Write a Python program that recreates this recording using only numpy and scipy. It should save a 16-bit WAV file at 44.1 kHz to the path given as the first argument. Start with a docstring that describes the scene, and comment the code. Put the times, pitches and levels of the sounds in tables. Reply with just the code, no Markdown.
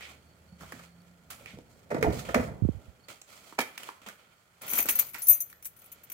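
"""Car door and keys in a garage.

Someone shuffles over concrete and opens a car door: the handle pulls, the latch lets go, the handle
snaps back, each blow ringing the panels, and the swinging door puffs air at the microphone. A sharp
knock on the trim follows as they lean in, clothes rustle, and keys clash and ring close by in the
cabin. Two faint hums and a far trill lie underneath."""
import sys
import numpy as np
from scipy import signal
from scipy.fft import rfft, irfft
from scipy.io import wavfile
from scipy.ndimage import uniform_filter1d, minimum_filter1d

SR = 44100
rng = np.random.default_rng(int(sys.argv[2]) if len(sys.argv) > 2 else 0)


def wav_record(signal):
    """Record a signal, one row per channel, as 16-bit PCM in the file named by sys.argv[1]."""
    frames = np.transpose(np.atleast_2d(signal))
    bounded = np.clip(frames, -1, 1)
    # unit amplitude maps onto the largest positive 16-bit level
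    quanta = np.round(bounded * 32767).astype(np.int16)
    wavfile.write(sys.argv[1], SR, quanta)


N = 270333
TIME = np.arange(N) / SR
AFTER = np.arange(SR // 2) / SR   # time since a contact
LEFT_RIGHT = np.array([[.5], [-.5]])   # splits a level or phase between the channels


def from_db(db):
    """Decibels to gain."""
    return 10 ** (np.asarray(db) / 20)


def unit_power(x):
    """Scale to RMS 1."""
    return x / np.sqrt(np.mean(x ** 2) + 1e-20)


def unit_onset(x):
    """Scale to RMS 1 over the first 20 ms."""
    return x / np.std(x[:, :SR // 50])


def at_hz(points, hz):
    """Interpolate a table over log frequency."""
    knots_hz, values = np.transpose(points)
    return np.interp(np.log(hz), np.log(knots_hz), values)


def fade(t60):
    """Decay of 60 dB in t60 seconds."""
    return np.exp(-np.log(1000) * AFTER / max(t60, 1e-3))


def swell(rise_s):
    """Smooth onset of a contact."""
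    return 1 - np.exp(-(AFTER / max(rise_s, 1e-4)) ** 2)


def stroke(start, length, attack_share=0.093, release_t60=0.29):
    """Envelope of a movement: attack, hold, release."""
    attack = np.clip((TIME - start) / max(attack_share * length, 1e-3), 0, 1)
    return attack * from_db(-60 * np.clip((TIME - start - length) / release_t60, 0, 2))


def drift(per_s):
    """Random curve through Gaussian knots."""
    knots = rng.standard_normal(4096)
    return np.interp(TIME * per_s, np.arange(len(knots)), knots)


def add(out, s, sound):
    """Mix a sound in at time s."""
    start = max(round(s * SR), 0)
    out[:, start:start + sound.shape[-1]] += sound[..., :max(N - start, 0)]


def band(x, low, high, order=2):
    """Band-pass that preserves the power of white noise."""
    high = min(high, .45 * SR)
    sos = signal.butter(order, [low, high], "band", fs=SR, output="sos")
    return signal.sosfilt(sos, x + 1e-18) * np.sqrt(SR / 2 / (high - low))


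def high_pass(x, hz):
    """Fourth-order low cut."""
    return signal.sosfilt(signal.butter(4, hz, "high", fs=SR, output="sos"), x)


def resonance(x, hz, width_hz):
    """Two-pole resonator, peak gain 1."""
    r = np.exp(-np.pi * width_hz / SR)
    feedback = [1, -2 * r * np.cos(2 * np.pi * hz / SR), r * r]
    return signal.lfilter(np.array([1, 0, -1]) * (1 - r * r) / 2, feedback, x + 1e-18)


def ring(hz, t60, turn):
    """Struck mode, left and right `turn` radians apart."""
    return fade(t60) * np.sin(2 * np.pi * hz * AFTER + turn * LEFT_RIGHT)


def pair_up(pair, correlation):
    """Mix two independent signals to a correlated stereo pair."""
    mid = np.sqrt(1 + correlation) * pair[0]
    side = np.sqrt(1 - correlation) * pair[1]
    return np.array([mid + side, mid - side]) / np.sqrt(2)


def from_side(x, lag_s):
    """Delay the far channel; a positive lag delays the left."""
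    late = round(abs(lag_s) * SR)
    delayed = np.pad(x, ((0, 0), (late, 0)))[:, :x.shape[1]]
    return np.array([delayed[0], x[1]] if lag_s > 0 else [x[0], delayed[1]])


# diffuse field: f/Hz, left-right correlation
COHERENCE = [(60, 0.89), (500, 0.75), (1100, 0.0267), (2200, 0.055), (4500, 0.052), (15000, 0.06)]


def diffuse(pair, hz):
    """Diffuse sound: the channels agree only at low frequencies."""
    return pair_up(pair, at_hz(COHERENCE, hz))


def noise(spectrum):
    """Diffuse noise of power 1, falling 24 dB/oct beyond the ends of its spectrum."""
    hz = np.maximum(np.fft.rfftfreq(N, 1 / SR), 1)
    outside = np.maximum(spectrum[0][0] / hz, hz / spectrum[-1][0])
    gain = from_db(at_hz(spectrum, hz)) / np.maximum(1, outside) ** 4
    white = rfft(rng.standard_normal((2, N)))
    return unit_power(irfft(diffuse(white, hz) * gain, N))


def chatter(t60, crack_db, crack_t60, grain_db, rise_s):
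    """Noise burst of one contact: a crack, then ever weaker micro-collisions."""
    held = np.repeat(rng.standard_normal(len(AFTER)), 24)[:len(AFTER)]
    grains = unit_power(from_db(grain_db * held))
    envelope = (grains * fade(t60) + from_db(crack_db) * fade(crack_t60)) * swell(rise_s)
    return rng.standard_normal((2, len(AFTER))) * envelope


PART_OCTAVES = np.log2(np.array([95, 350, 1500, 5400, 11000]) / 1500)   # boom, body, clack, snap, fizz
BODY_CORRELATION, CLACK_CORRELATION, CLACK_TOP_HZ = .93, .6, 2400


def blow(burst, boom_db, body_db, clack_db, snap_db, fizz_db, peaks=(), top_hz=CLACK_TOP_HZ):
    """Colour a contact: heavy parts boom, panels knock, hard edges clack in their resonances and snap."""
    thud = rng.standard_normal(burst.shape) * fade(0.28)
    boom = band(diffuse(thud, 90), 55, 196, order=3)
    body = band(pair_up(burst, BODY_CORRELATION), 193, 807, order=4)
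    edge = band(pair_up(burst, CLACK_CORRELATION), 710, top_hz, order=7)
    clack = 0.33 * edge + sum(from_db(db) * resonance(edge, hz, width) for hz, width, db in peaks)
    treble = from_db(snap_db) * band(burst, 1610, 7820) + from_db(fizz_db) * band(burst, 5220, 15160)
    return from_db(boom_db) * boom + from_db(body_db) * body + from_db(clack_db) * clack + treble


# room air spectrum: f/Hz, level/dB
AIR = [(18, -39), (30, -21), (79, -14), (303, -10), (374, 0), (540, -4.5), (1280, -2), (1960, -1),
       (2290, -14.5), (4530, -38.5), (5040, -41), (9970, -17), (16000, -18)]


def room_air(air_db=-71.5, whine_db=-76):
    """Steady noise floor with a faint breathy tone."""
    whine = unit_power(resonance(rng.standard_normal((2, N)), hz=1400, width_hz=90))
    return from_db(air_db) * noise(AIR) + from_db(whine_db) * whine


# hums: f/Hz, waver/Hz, level/dB, nearest from t/s, until t/s
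HUMS = [(76.6, 1.9, -64, 0.13, 0.8), (173, 1.6, -61.5, 0.65, 1)]


def hums(approach_db_per_s=26, leave_db_per_s=20.5, far_db=-21):
    """Two wavering tones, loudest while walking past them."""
    out = np.zeros(N)
    for hz, waver_hz, db, start, end in HUMS:
        away_db = approach_db_per_s * np.maximum(start - TIME, 0)
        away_db += leave_db_per_s * np.maximum(TIME - end, 0)
        phase = 2 * np.pi * np.cumsum(hz + waver_hz * drift(4 * waver_hz)) / SR
        level = from_db(db + np.maximum(-away_db, far_db) + 2 * drift(5.7))
        out += level * np.sqrt(2) * np.sin(phase)
    return out


# friction spectra, dull to bright: f/Hz, level/dB
RUB = [(38, -2.5), (65, 5.5), (120, 9), (200, 4.5), (330, -3), (550, -1), (800, -7), (1300, -19)]
SWISH = [(600, 0.5), (950, -4), (1150, -2), (1380, 4), (1600, -10), (1950, -3.5), (2350, 0.5), (2750, -6.5),
         (3200, -2), (5000, -24.5)]
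HISS = [(2500, -32), (4200, 5), (5500, 0.5), (7500, 3.5), (10000, -3.5), (15000, -3.5)]
# handling rumble, one curve before and one after the door opens: t/s, level/dB
HANDLING = [
    [(0.0, -71), (0.138, -61.5), (0.226, -62.5), (0.69, -63), (1.204, -63.5), (1.85, -58.5)],
    [(2.8, -57), (3.19, -70.5), (4.61, -72.5), (4.83, -59), (5.19, -69), (6.13, -67.5)],
]
# strokes of sleeves, soles and door seal: t/s, length/s, swish/dB, hiss/dB re swish
STROKES = [(-.01, 0.13, -55.5, -5.5), (0.58, 0.26, -58, -3.5), (1.301, 0.0069, -48, -4),
           (1.385, 0.15, -61, -4.5), (1.69, 0.085, -77, 8), (2.12, 0.071, -49, 0),
           (2.247, 0.068, -48, -8.5), (2.397, 0.05, -55, -0.5), (2.63, 0.25, -69, -4.5),
           (3.083, 0.02, -47.5, -3), (3.266, 0.26, -58.5, -1), (3.647, 0.11, -56.5, -7.5),
           (3.791, 0.1, -52.5, -4), (4.016, 0.007, -55, -7), (4.062, 0.013, -46.5, -7.5),
           (4.175, 0.15, -66.5, -12), (4.61, 0.1, -49, -4.5), (4.718, 0.085, -43.5, -1),
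           (4.862, 0.16, -50, 2), (5.128, 0.23, -60.5, 2.5), (5.782, 0.55, -65, -5)]


def rustle(rub_db=-9, idle_swish_db=-70, idle_hiss_db=-72.5):
    """Cloth and soles rub in small catches over a handling rumble; clothes never keep quite still."""
    swish_level, hiss_level = 0, 0
    for start, length, db, hiss_db in STROKES:
        level = from_db(db) * stroke(start, length)
        swish_level += level
        hiss_level += from_db(hiss_db) * level
    catches = from_db(1.5 * drift(350) + drift(49))
    rumble = from_db(np.interp(TIME, *np.vstack(HANDLING).T)) * noise(RUB)
    rub = from_db(rub_db) * swish_level * unit_power(band(noise(RUB), 201.5, 610))
    swish = np.hypot(swish_level, from_db(idle_swish_db)) * noise(SWISH)
    hiss = np.hypot(hiss_level, from_db(idle_hiss_db)) * noise(HISS)
    return rumble + rub + catches * (swish + hiss)


# small contacts: t/s, level/dB, tilt/(dB/oct), resonance f/Hz, t60/s, crack/dB
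TAPS = [(.007, -49, 0, 2100, 0.048, 9), (0.607, -52, 1.5, 1220, 0.31, -5),
        (.721, -41.5, 0.5, 1520, 0.047, 4.5), (0.793, -53.5, -1, 1470, 0.078, -6),
        (1.304, -51, 7.5, 1400, 0.13, 2), (1.4586, -54, 0.5, 2380, 0.036, 14),
        (2.026, -30, 0, 2120, 0.042, 1.5), (2.345, -24.5, -2, 1740, 0.026, 5.5),
        (3.215, -47.5, 2, 7040, 0.03, -3), (3.524, -45.5, -3, 980, 0.032, -1),
        (3.777, -48, 4, 2620, 0.092, 13.5), (3.8324, -48.5, 3.5, 2820, 0.033, 11),
        (3.888, -42, -2, 1130, 0.034, 7), (4.086, -46.5, 4.5, 1440, 0.061, -18),
        (4.723, -43.5, -3.5, 1290, 0.059, -3), (4.734, -50, -2.5, 2300, 0.025, 7),
        (4.776, -45, -1.5, 1320, 0.047, 7), (4.794, -39, -3, 2480, 0.027, 8.5),
        (4.853, -43.5, -4.5, 1300, 0.081, -2.5), (4.886, -37, 5, 2200, 0.062, 8.5),
        (5.027, -50, 2.5, 1410, 0.032, 11.5), (5.142, -42.5, 3.5, 2200, 0.16, -11.5),
        (5.149, -46.5, -0.5, 1380, 0.11, -2.5), (5.283, -53, 1.5, 2380, 0.091, -8),
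        (5.305, -53.5, 1, 2380, 0.26, -17), (5.527, -56.5, 4, 1710, .02, 5.5)]
TAP_PARTS_DB = (-37.5, -6, 0.5, -6.5, -9.5)   # boom, body, clack, snap, fizz


def taps(level_db=-1, q=3.5, peak_db=8):
    """Grit underfoot, latch, trim and key fob: a crack, then gritty contacts in one broad resonance."""
    out = np.zeros((2, N))
    for s, db, tilt, hz, t60, crack_db in TAPS:
        burst = chatter(t60, crack_db, crack_t60=.012, grain_db=5.5, rise_s=.0005)
        parts_db = db + np.array(TAP_PARTS_DB) + tilt * PART_OCTAVES
        top_hz = max(CLACK_TOP_HZ, 1.254 * hz)
        add(out, s, blow(burst, *parts_db, peaks=[(hz, hz / q, peak_db)], top_hz=top_hz))
    return from_db(level_db) * out


# sole scrapes: t/s, length/s, level/dB
SCUFFS = [(0.01, 0.041, -47), (1.467, 0.037, -52)]
# scrape spectrum: f/Hz, level/dB
RASP = [(1000, -23), (1800, -9), (2350, -2), (2700, -10), (3200, -10), (4500, -17.5), (8000, -24.5)]


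def scuffs(catches_per_s=600):
    """A sole drags over gritty concrete with a narrow rasp."""
    level = sum(from_db(db) * stroke(start, length) for start, length, db in SCUFFS)
    return level * from_db(drift(catches_per_s)) * noise(RASP)


# trills: t/s, length/s, level/dB
TRILLS = [(0.097, 0.25, -76), (0.474, 0.065, -74), (0.788, 0.21, -76), (1.65, 0.087, -80),
          (2.997, 0.09, -71), (4.114, 0.28, -82)]


def far_trill(hz=4440, waver_hz=50):
    """A faint high tone comes and goes, fluttering in pitch and strength."""
    phase = 2 * np.pi * np.cumsum(hz + waver_hz * drift(160)) / SR
    trill = unit_power(np.sin(phase) * np.array([drift(120), drift(120)]))
    return trill * sum(from_db(db) * stroke(start, length) for start, length, db in TRILLS)


# footfalls: t/s, level/dB, heel f/Hz, heel level/dB
STEPS = [(0.52, -54, 182, -36.5), (.608, -44, 280, -43), (0.732, -53, 250, -37.5), (1.408, -54.5, 554, -46),
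         (1.533, -44, 202, -36), (1.57, -48, 476, -44.5), (1.581, -57, 276, -44)]
STEP_PARTS_DB = (-4.5, -2, -31, -13, -27)   # boom, body, clack, snap, fizz


def steps(sole_hz=1900, q=3.5, t60=0.14):
    """Soft soles land on concrete with a dull thud and a short hollow knock of the heel."""
    out = np.zeros((2, N))
    for s, db, heel_hz, heel_db in STEPS:
        burst = chatter(t60, crack_db=7.5, crack_t60=0.017, grain_db=14, rise_s=0.036 * t60)
        heel = from_db(heel_db) * ring(heel_hz, t60=.07, turn=0) * swell(1 / heel_hz)
        sole = blow(burst, *(db + np.array(STEP_PARTS_DB)), peaks=[(sole_hz, sole_hz / q, 0)])
        add(out, s, heel + sole)
    return out


# door panel modes: f/Hz, level/dB, t60/s
DOOR_MODES = [(60, 2, 0.078), (121.4, -3.5, 0.23), (177, -10, 0.56), (231.2, 11, 0.22), (385, -10, 0.18),
              (501, -2, 0.25), (674, 6, 0.27), (744, -30, 0.33), (1140, -14, 0.112), (1350, -12, 0.072),
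              (1700, -5, 0.117), (2260, -14, 0.21), (2500, -22, 0.22)]
# resonances of the hollow car body: f/Hz, width/Hz, level/dB
CAVITY = [(1174, 410, -4), (1384, 210, 7), (1830, 260, 2.5), (2430, 87, 4)]
# handle, latch and seal blows: t/s, level/dB, tilt/(dB/oct), boom/dB, clunk f/Hz, clunk/dB
DOOR_BLOWS = [(1.903, -39, 0.5, -42.5, 567, -35), (1.913, -31.5, -1.5, -34, 580, -19.5),
              (1.924, -46, -1.5, -36.5, 413, -23), (1.943, -32, -1, -27, 540, -42),
              (1.963, -36, -2, -38, 637, -22), (1.98, -56.5, 5.5, -24, 456, -25.5),
              (2.009, -48, 3, -45, 550, -28), (2.026, -28, 1.5, -29, 461, -15.5),
              (2.042, -39.5, -16, -50.5, 435, -17.5), (2.0656, -33.5, -9, -44, 692, -17),
              (2.08, -55, 5, -25, 320, -18.5), (2.1, -43.5, 2.5, -34, 408, -25.5),
              (2.13, -52, 5, -53, 544, -30), (2.19, -49, 8, -50, 503, -42),
              (2.287, -34, -0.5, -37, 535, -25.5), (2.343, -23, 1.5, -40, 625, -16),
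              (2.356, -31, -6, -35.5, 230, -17), (2.371, -34, -2, -25, 501, -17),
              (2.396, -33.5, -0.5, -46.5, 225, -18), (2.476, -43.5, -1, -32.5, 400, -56)]
DOOR_PARTS_DB = (4, -3, -9.5)   # body, clack, snap


def door(level_db=-2.5, modes_db=-21.5, shudder_db=-12.5, unlatch_s=2.0):
    """Each blow clunks and rings the panels; once unlatched, the door's mass booms and shudders on."""
    out, shudder_power = np.zeros((2, N)), np.zeros((1, N))
    for s, db, tilt, boom_db, clunk_hz, clunk_db in DOOR_BLOWS:
        body_db, clack_db, snap_db = db + np.array(DOOR_PARTS_DB) + tilt * (PART_OCTAVES[1:4] + 1)
        burst = chatter(t60=0.088, crack_db=-8, crack_t60=0.0021, grain_db=-1.5, rise_s=0.0012)
        sound = blow(burst, boom_db, body_db, clack_db, snap_db, fizz_db=snap_db - 7.5, peaks=CAVITY)
        drive = [(100, boom_db), (230, body_db), (600, body_db), (1200, clack_db)]
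        for hz, mode_db, t60 in DOOR_MODES:
            strength, turn = rng.standard_normal(2)
            gain = from_db(at_hz(drive, hz) + mode_db + modes_db + 2 * strength)
            sound += gain * ring(hz, t60, turn * min(hz / 1000, 2)) * swell(0.9 / hz)
        sound += from_db(clunk_db) * ring(clunk_hz, t60=.065, turn=0) * swell(0.24 / clunk_hz)
        if s < unlatch_s:
            sound = high_pass(sound, hz=137)   # the latch blocks the deepest swing
        else:
            shudder = from_db(boom_db + shudder_db) * fade(t60=1) * swell(0.0057)
            add(shudder_power, s, shudder ** 2)
        add(out, s, from_db(level_db) * sound)
    return out + np.sqrt(shudder_power) * noise(RUB)


# eddies off the moving door: t/s, level/dB, starting f/Hz
EDDIES = [(2.067, -15, 60), (2.622, -14, 247), (2.637, -11.5, 140), (2.65, -15.5, 337), (2.688, -16.5, 455),
          (2.748, -27, 120), (2.769, -29, 138), (2.88, -34, 93.5)]


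def puffs(level_db=3, left_db=-49, end_hz=71, slowing_s=0.0049, t60=0.088):
    """Eddies push on the right microphone port: damped pressure swings that slow as they die."""
    out = np.zeros((2, N))
    for s, db, start_hz in EDDIES:
        hz = end_hz + (start_hz - end_hz) * np.exp(-AFTER / slowing_s)
        envelope = (1 - np.exp(-AFTER * start_hz * 2)) * fade(t60)
        swing = -np.sin(2 * np.pi * np.cumsum(hz) / SR) * envelope
        add(out, s, from_db(db + level_db) * swing * from_db([[left_db], [0]]))
    return out


# trim panel modes: f/Hz, level/dB, t60/s
TRIM_MODES = [(237, -11, .19), (420, -9, .09), (500, -2, .13), (754, -3, .07), (1351, -11, .11),
              (1750, -5.5, .12), (2070, -9, .07), (2240, -6, .17), (2369, -2, .11), (2480, -13, .08),
              (3140, -12, .12), (3720, -18, .08)]
# graze, landing, seating and rattle: t/s, level/dB, tilt/(dB/oct)
KNOCK_CONTACTS = [(3.582, -38.5, -2.5), (3.5865, -23, 0), (3.5902, -28.5, 5), (3.603, -27, 3),
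                  (3.612, -34, 6)]
KNOCK_PARTS_DB = (-31.5, -4, 3.5, -13, -20.5)   # boom, body, clack, snap, fizz


def knock(level_db=-3.5, modes_db=-1, scatter_s=.0006):
    """A stiff trim panel is hit hard: a quick cluster of contacts, each ringing its modes anew."""
    out = np.zeros((2, N))
    for s, db, tilt in KNOCK_CONTACTS:
        burst = chatter(t60=0.1, crack_db=11, crack_t60=0.016, grain_db=-1, rise_s=0.0014)
        parts_db = db + np.array(KNOCK_PARTS_DB) + tilt * PART_OCTAVES
        add(out, s, blow(burst, *parts_db))
        for hz, mode_db, t60 in TRIM_MODES:
            strength, late, turn = rng.standard_normal(3)
            drive_db = db + tilt * np.log2(hz / 1500) + 1.5 * strength
            mode = ring(hz, t60, turn * min(hz / 1500, 1)) * swell(.5 / hz)
            add(out, s + abs(late) * scatter_s, from_db(drive_db + mode_db + modes_db) * mode)
    return from_db(level_db) * out


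CLINK_RISE_S, CLASH_T60_S = 0.0016, .085


def key_pan_db(hz):
    """The keys hang to the left; their highest partials lean there most."""
    return (9 if hz > 12000 else 6.5) * LEFT_RIGHT


def stray_partials(t60=0.078, count=16):
    """Each touch catches the keys at other spots and rings a new handful of short partials."""
    partials = sum(size * ring(5800 + 9900 * place, t60 * (.5 + size), 2 * np.pi * turn)
                   for place, size, turn in rng.random((count, 3)))
    return unit_onset(partials) * swell(CLINK_RISE_S)


# mode families of keys pressed together: f/Hz, width/Hz, level/dB
CLASH_PEAKS = [(6220, 330, 16), (7000, 400, 8), (10280, 380, 18), (14250, 650, 20), (15500, 400, 13)]


def key_clash(burst_db=-3.5, stray_db=-1):
    """Keys pressed together ring only briefly, in broad peaks and stray partials."""
    burst = chatter(CLASH_T60_S, crack_db=0, crack_t60=0.008, grain_db=4, rise_s=CLINK_RISE_S)
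    peaks = sum(from_db(db + key_pan_db(hz)) * resonance(burst, hz, width)
                for hz, width, db in CLASH_PEAKS)
    bright = high_pass(1.95 * band(burst, 7000, 17200) + peaks, hz=5500)
    clash = bright + 0.23 * band(burst, 2600, 4600)
    return from_db(burst_db) * clash + from_db(stray_db) * stray_partials()


def key_clack():
    """The bunch clacks against the hand and its ring gives a dull clank."""
    rattle = chatter(CLASH_T60_S, crack_db=2, crack_t60=.01, grain_db=5, rise_s=CLINK_RISE_S)
    clack = band(pair_up(rattle, CLACK_CORRELATION), 880, 3270)
    clank = from_db(5.5) * resonance(clack, hz=2300, width_hz=240)
    body = from_db(-13.5) * band(pair_up(rattle, BODY_CORRELATION), 196, 570)
    return from_side(0.83 * clack + clank + body, lag_s=-0.00026)


# key blade modes: f/Hz, level/dB, nominal t60/s
KEY_MODES = [(6082, 0, .11), (6178, 0, .13), (6440, -5, .1), (6830, -14, .2), (7014, -13, .2),
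             (8765, -19, .14), (9235, -16, .13), (10180, -9, .08), (10224, -2, .15), (10518, -6, .1),
             (13280, -17, .08), (13552, -17, .07), (13738, -3, .11), (14012, 2, .11), (14265, -15, .09),
             (14563, -17, .1)]


def key_blades(freedom, lower_db, vary_db=7, bounce_db=1, bounces_per_s=350):
    """Blades bounce and ring on; touching neighbours damp and slightly detune each mode."""
    low_db, middle_db = -19 + lower_db, -6.5 + .5 * lower_db
    drive = [(7000, low_db), (9000, middle_db), (11000, middle_db), (13000, 0)]
    blades = 0
    for hz, mode_db, t60 in KEY_MODES:
        strength, detune, turn = rng.standard_normal(3)
        gain = from_db(at_hz(drive, hz) + mode_db + vary_db * strength + key_pan_db(hz))
        shifted_hz = hz * (1 + 0.0092 * max(1 - freedom, 0) * detune)
        blades += gain * ring(shifted_hz, t60 * freedom, turn - 1.5)
    blades *= swell(CLINK_RISE_S)
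    bounces = from_db(bounce_db) * rng.standard_normal(blades.shape) * fade(0.076)
    bounces *= rng.random(len(AFTER)) < bounces_per_s / SR
    return unit_onset(blades + signal.fftconvolve(blades, bounces, axes=1)[:, :len(AFTER)])


# keys stirring: start t/s, end t/s, level/dB
STIRRING = [(4.692, 4.87, -32.5), (5.044, 5.11, -47.5), (5.753, 5.87, -52.5)]


def key_touches(per_s=42):
    """Light touches at uneven intervals, as rows like CLINKS."""
    rows = []
    for start, end, db in STIRRING:
        times = start + (np.arange(16) + rng.random(16)) / per_s
        rows += [(s, db, 0, 0) for s in times if s < end]
    return rows


# clearest key hits: t/s, level/dB, extra clash of a blunt hit/dB, lower partials/dB
CLINKS = [(4.617, -45.5, 8, -4), (4.6263, -55, 4, -6), (4.6635, -45, 5, -3), (4.677, -39, 9, 2),
          (4.691, -35, -2, 8), (4.7026, -36.5, 4, 8), (4.71, -29, -4, -4), (4.7326, -25, -1.5, 3),
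          (4.74, -31.5, 2.5, -2), (4.753, -26, -2, 1), (4.762, -37, -3, -3), (4.7717, -23, -3, -1),
          (4.7843, -22.5, 4.5, -5), (4.801, -21, -2, -3), (4.823, -28, -10, -1), (4.8865, -32.5, 18.5, 3),
          (4.8922, -27.5, 7, -12.5), (4.906, -24, -4.5, -2), (4.953, -21, -10, 0), (4.9876, -21, 1.5, 6.5),
          (4.992, -16.5, -3, -6), (5.0673, -41, -3, -3), (5.0903, -44.5, 0, -3), (5.133, -42, -2, -14),
          (5.1814, -39, -5, -18), (5.218, -28.5, 1, 10), (5.268, -27, 4, 2), (5.282, -9.5, -11.5, -2),
          (5.2934, -10.5, -12.5, -8.5), (5.306, -23, -11, 9), (5.327, -25, -1.5, 11), (5.4026, -25, -5, 7),
          (5.407, -32, -0.5, 5), (5.498, -58.5, 15, 2), (5.624, -50.5, 9, 5), (5.6447, -41.5, 4.5, 6),
          (5.6531, -36, 8, -9), (5.916, -40.5, -1, 4), (6.0335, -48, 2, -6), (6.098, -45.5, 5, 8),
          (6.1163, -36, 1.5, -5)]
# bunch gathered in the hand, swinging free, held again: t/s, ring time factor
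FREEDOM = [(4.65, 0.3), (4.95, 0.45), (4.99, 0.45), (5.13, 0.18), (5.21, 2.9), (5.29, 0.85), (5.41, 0.7),
           (5.5, 0.35), (5.65, 0.64), (5.92, 0.43), (6.1, 0.37)]


def keys(clash_db=-14.5, blades_db=-5.5, held_clack_db=-5, free_clack_db=-30.5):
    """Every hit clashes the whole bunch; held keys clack more, free ones ring longer."""
    out = np.zeros((2, N))
    for s, db, blunt_db, lower_db in CLINKS + key_touches():
        freedom = np.interp(s, *np.transpose(FREEDOM))
        clack_db = held_clack_db * (1 - freedom) + free_clack_db * freedom
        clash = from_db(clash_db + blunt_db) * key_clash()
        clack = from_db(clack_db + blunt_db) * key_clack()
        blades = from_db(blades_db) * key_blades(freedom, lower_db)
        add(out, s, from_db(db) * (clash + clack + blades))
    return out


# garage reverberation: f/Hz, t60/s
ROOM_T60 = [(80, 0.1), (260, 0.26), (700, 0.33), (2000, 0.39), (5000, 0.27), (14000, 0.4)]


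def garage(x):
    """Diffuse echoes build up in a few milliseconds and die band by band."""
    edges_hz = np.geomspace(28, 17000, 20)
    tail = 0
    for low, high in zip(edges_hz, edges_hz[1:]):
        hz = np.sqrt(low * high)
        white = diffuse(rng.standard_normal((2, len(AFTER))), hz)
        tail += np.sqrt(high - low) * band(white, low, high) * fade(at_hz(ROOM_T60, hz))
    tail *= (1 - fade(0.0072)) ** 2
    tail /= np.sqrt(np.sum(tail ** 2) / 2)
    return signal.fftconvolve(x, tail, axes=1)[:, :N]


def scene():
    """Door and steps echo in the garage; the knock is drier, the keys close and nearly dry."""
    car = from_side(door(), lag_s=0.0003)
    walker = from_side(steps() + taps(), lag_s=0.00013)
    trim = from_side(knock(), lag_s=0.00013)
    bunch = keys()
    unechoed = rustle() + scuffs() + puffs() + room_air() + hums() + far_trill()
    send = from_db(-7.5) * car + from_db(-8) * walker + from_db(-11) * trim + from_db(-20) * bunch
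    return car + walker + trim + bunch + garage(send) + unechoed


def limit(x, ceiling=.9, window=129):
    """Turn the gain down for a few milliseconds around peaks near full scale."""
    needed_gain = np.minimum(1, ceiling / (np.abs(x).max(axis=0) + 1e-9))
    return x * uniform_filter1d(minimum_filter1d(needed_gain, window), window)


# microphone port balance: f/Hz, left over right/dB
BALANCE = [(60, -0.5), (300, -4.5), (700, -2.5), (1300, -2), (2400, -4.5), (4400, -5), (8000, -5.5),
           (11000, -6), (13500, 4), (16000, -0.5)]


def record(dry, cutoff_hz=15800):
    """Each microphone port colours the sound; peaks are limited and the top is cut."""
    balance_db = at_hz(BALANCE, np.maximum(np.fft.rfftfreq(N, 1 / SR), 1))
    coloured = irfft(rfft(dry) * from_db(balance_db * LEFT_RIGHT), N)
    low_pass = signal.ellip(10, .1, 80, cutoff_hz, fs=SR, output="sos")
    return signal.sosfilt(low_pass, limit(coloured))


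dry = scene()
out = record(dry)
wav_record(out)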